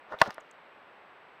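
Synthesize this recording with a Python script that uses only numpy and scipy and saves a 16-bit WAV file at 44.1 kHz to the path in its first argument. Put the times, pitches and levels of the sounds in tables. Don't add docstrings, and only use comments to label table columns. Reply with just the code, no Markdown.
import sys
import numpy as np
from scipy import signal
from scipy.fft import rfft, irfft
from scipy.io import wavfile

SR = 44100
rng = np.random.default_rng(int(sys.argv[2]) if len(sys.argv) > 2 else 0)


def dump(signal):
    limited = np.clip(np.atleast_2d(signal).T, -1, 1)
    pcm = np.round(limited * 32767).astype(np.int16)
    wavfile.write(sys.argv[1], SR, pcm)


N = 61739
TIME = np.arange(N) / SR
RING_TIME = TIME[:SR // 6]


def amp(db):
    return 10 ** (np.asarray(db) / 20)


def unit(x):
    return x / np.sqrt(np.mean(x ** 2) + 1e-20)


def level(points):
    return amp(np.interp(TIME, *np.transpose(points), left=-200, right=-200))


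def colour(x, points):
    hz, db = np.transpose(points)
    f = np.fft.rfftfreq(len(x), 1 / SR)
    gain = amp(np.interp(np.log(f + 1), np.log(hz + 1), db))
    return unit(irfft(rfft(x) * gain, len(x)))


def resonance(hz, width_hz):
    r = np.exp(-np.pi * width_hz / SR)
    return [1, -2 * r * np.cos(2 * np.pi * hz / SR), r * r]


def band(x, hz, width_hz):
    return unit(signal.lfilter([1, 0, -1], resonance(hz, width_hz), x))


def soften(x, hz):
    return signal.lfilter(*signal.butter(2, hz, fs=SR), x)


def cut_bass(x, hz):
    return signal.lfilter(*signal.butter(2, hz, "high", fs=SR), x)


def add(mix, start_s, sound):
    part = mix[round(start_s * SR):][:len(sound)]
    part += sound[:len(part)]


def fade(t60):
    return np.exp(-np.log(1000) * RING_TIME / t60)


def hiss():
    # f/Hz, level/dB
    hiss_colour = [(25, -32), (60, -20.5), (100, -16.5), (200, -9), (330, -5.5), (500, -1), (950, 0),
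                   (1600, -3), (2500, -8), (3500, -17), (5000, -31), (6500, -41), (8500, -47.5),
                   (14000, -43.5), (16000, -60.5)]
    return amp(-55) * colour(rng.standard_normal(N), hiss_colour)


def whine():
    waver = unit(soften(rng.standard_normal(N), hz=68))
    pitch_hz = 7805 + 28 * waver
    return amp(-93.5) * unit(np.sin(2 * np.pi * np.cumsum(pitch_hz) / SR))


def case_ring(hollow_db=0):
    # f/Hz, level/dB, fade time t60/s
    case_notes = [(664.5, -12.5, .032), (776, -17, 0.083), (965, -8, 0.022), (1103, -8.5, 0.028),
                  (1217, -16, 0.089), (1420, 1.5, 0.011), (1510, -21, 0.02), (1774, 0, 0.016),
                  (1980, -21.5, 0.04), (2520, -28.5, 0.032), (2775, -10, 0.021), (3400, -16, 0.0293),
                  (3950, -25, 0.054)]
    notes = [amp(db) * fade(t60) * np.sin(2 * np.pi * hz * RING_TIME) for hz, db, t60 in case_notes]
    ring = cut_bass(amp(hollow_db) * notes[0] + sum(notes[1:]), hz=544)
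    spread = resonance(hz=1366, width_hz=607)
    return signal.lfilter(spread[::-1], spread, ring)


def rubbing():
    # t/s, level/dB
    pressure = [(.05, -72), (.112, -49.5), (.123, -38), (.148, -37.5), (.159, -53), (.2, -58.5),
                (.210, -37), (.236, -40), (.25, -45), (.277, -38.5), (.301, -44.5), (.313, -64),
                (.345, -62), (.42, -60)]
    # f/Hz, level/dB
    rumble_colour = [(25, -2.5), (70, -7), (200, -3), (400, -26), (1000, -40), (16000, -91)]
    # f/Hz, level/dB
    scratch_colour = [(300, -24), (2000, 3.5), (3500, 3), (5800, -5.5), (7500, -17), (12000, -22.5),
                      (15500, -25.5)]
    # t/s, level/dB
    scratch_level = [(.08, -85), (.125, -58.5), (.16, -73.5), (.186, -71), (.2, -45.5), (.23, -50.5),
                     (.277, -53.5), (.29, -63), (.338, -60.5), (.37, -77), (.55, -79)]
    slips_per_s, spread_db = 3500, 4.5
    slips = (rng.random(N) < slips_per_s / SR) * rng.choice([-1, 1], N)
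    slips = slips * amp(spread_db * np.minimum(rng.exponential(1, N), 2))
    ring = unit(soften(signal.fftconvolve(slips, case_ring())[:N], hz=900))
    rumble = amp(-22) * colour(slips, rumble_colour)
    scratch = colour(slips, scratch_colour)
    return (ring + rumble) * level(pressure) + scratch * level(scratch_level)


def blows():
    # t/s, level/dB, treble cut-off/Hz, boost of the lowest note/dB
    hits = [(0.1221, -33, 1500, 0), (.1330, -30.5, 915, 5.5), (.1422, -31, 800, 5), (.2152, -10, 3300, 7),
            (0.2163, -2, 2500, 3.5), (.21823, -10, 2690, -6), (0.2595, -27.5, 1200, -16),
            (.2672, -32.5, 1480, -9), (.2944, -32.5, 1400, -11), (.3060, -34, 4500, -1),
            (.3810, -31, 1500, 11)]
    # f/Hz, level/dB
    crack_colour = [(100, -6.5), (1500, -7.5), (3000, -17), (3900, -11.5), (4400, -17.5), (5100, 3.5),
                    (5800, -0.5), (6600, -14.5), (10000, -2.5), (12500, 3.5), (15500, 8)]
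    out = np.zeros(N)
    for start_s, db, cutoff_hz, hollow_db in hits:
        noise = rng.standard_normal(len(RING_TIME))
        crack = amp(1) * colour(noise, crack_colour) * fade(t60=0.0219)
        add(out, start_s, amp(db) * soften(case_ring(hollow_db) + crack, cutoff_hz))
    return out


def pushes():
    # t/s, level/dB
    shoves = [(0.143, -47), (0.2174, -14), (0.273, -39), (.2770, -23.5), (0.2863, -24.5)]
    thud_hz, rise_s = 189, 0.0015
    rise = 1 - np.exp(-RING_TIME / rise_s)
    thud = rise * fade(t60=0.014) * np.sin(2 * np.pi * thud_hz * RING_TIME)
    out = np.zeros(N)
    for start_s, db in shoves:
        add(out, start_s, -amp(db) * thud)
    return cut_bass(out, hz=110)


def ticks():
    # t/s, level/dB, f/Hz, fade time t60/s
    loose_parts = [(0.1881, -38.5, 3500, 0.0099), (0.2526, -52, 4220, .012), (0.2756, -45.5, 5460, 0.011),
                   (0.3056, -39, 5100, 0.012), (0.3445, -51.5, 5000, 0.012), (0.344, -48.5, 10400, 0.0083),
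                   (0.4031, -62, 7800, 0.0086), (0.4075, -58, 6140, 0.014), (0.4653, -65, 4740, 0.011),
                   (0.5119, -49, 6600, .01)]
    out = np.zeros(N)
    for start_s, db, hz, t60 in loose_parts:
        noise, snap = rng.standard_normal((2, len(RING_TIME)))
        width_hz = 0.26 * hz
        ring = band(band(noise, hz, width_hz), hz, width_hz)
        add(out, start_s, amp(db) * fade(t60) * (ring + amp(-17) * snap))
    return out


def scene():
    return (hiss() + whine() + rubbing() + blows() + pushes() + ticks())[None]


def record(dry):
    ceiling, hardness, top_hz = 0.52, 4, 16000
    clipped = dry / (1 + abs(dry / ceiling) ** hardness) ** (1 / hardness)
    treble_cut = signal.firwin(255, top_hz, window=("kaiser", 9), fs=SR)
    return signal.oaconvolve(clipped, treble_cut[None], "same")


dry = scene()
out = record(dry)
dump(out)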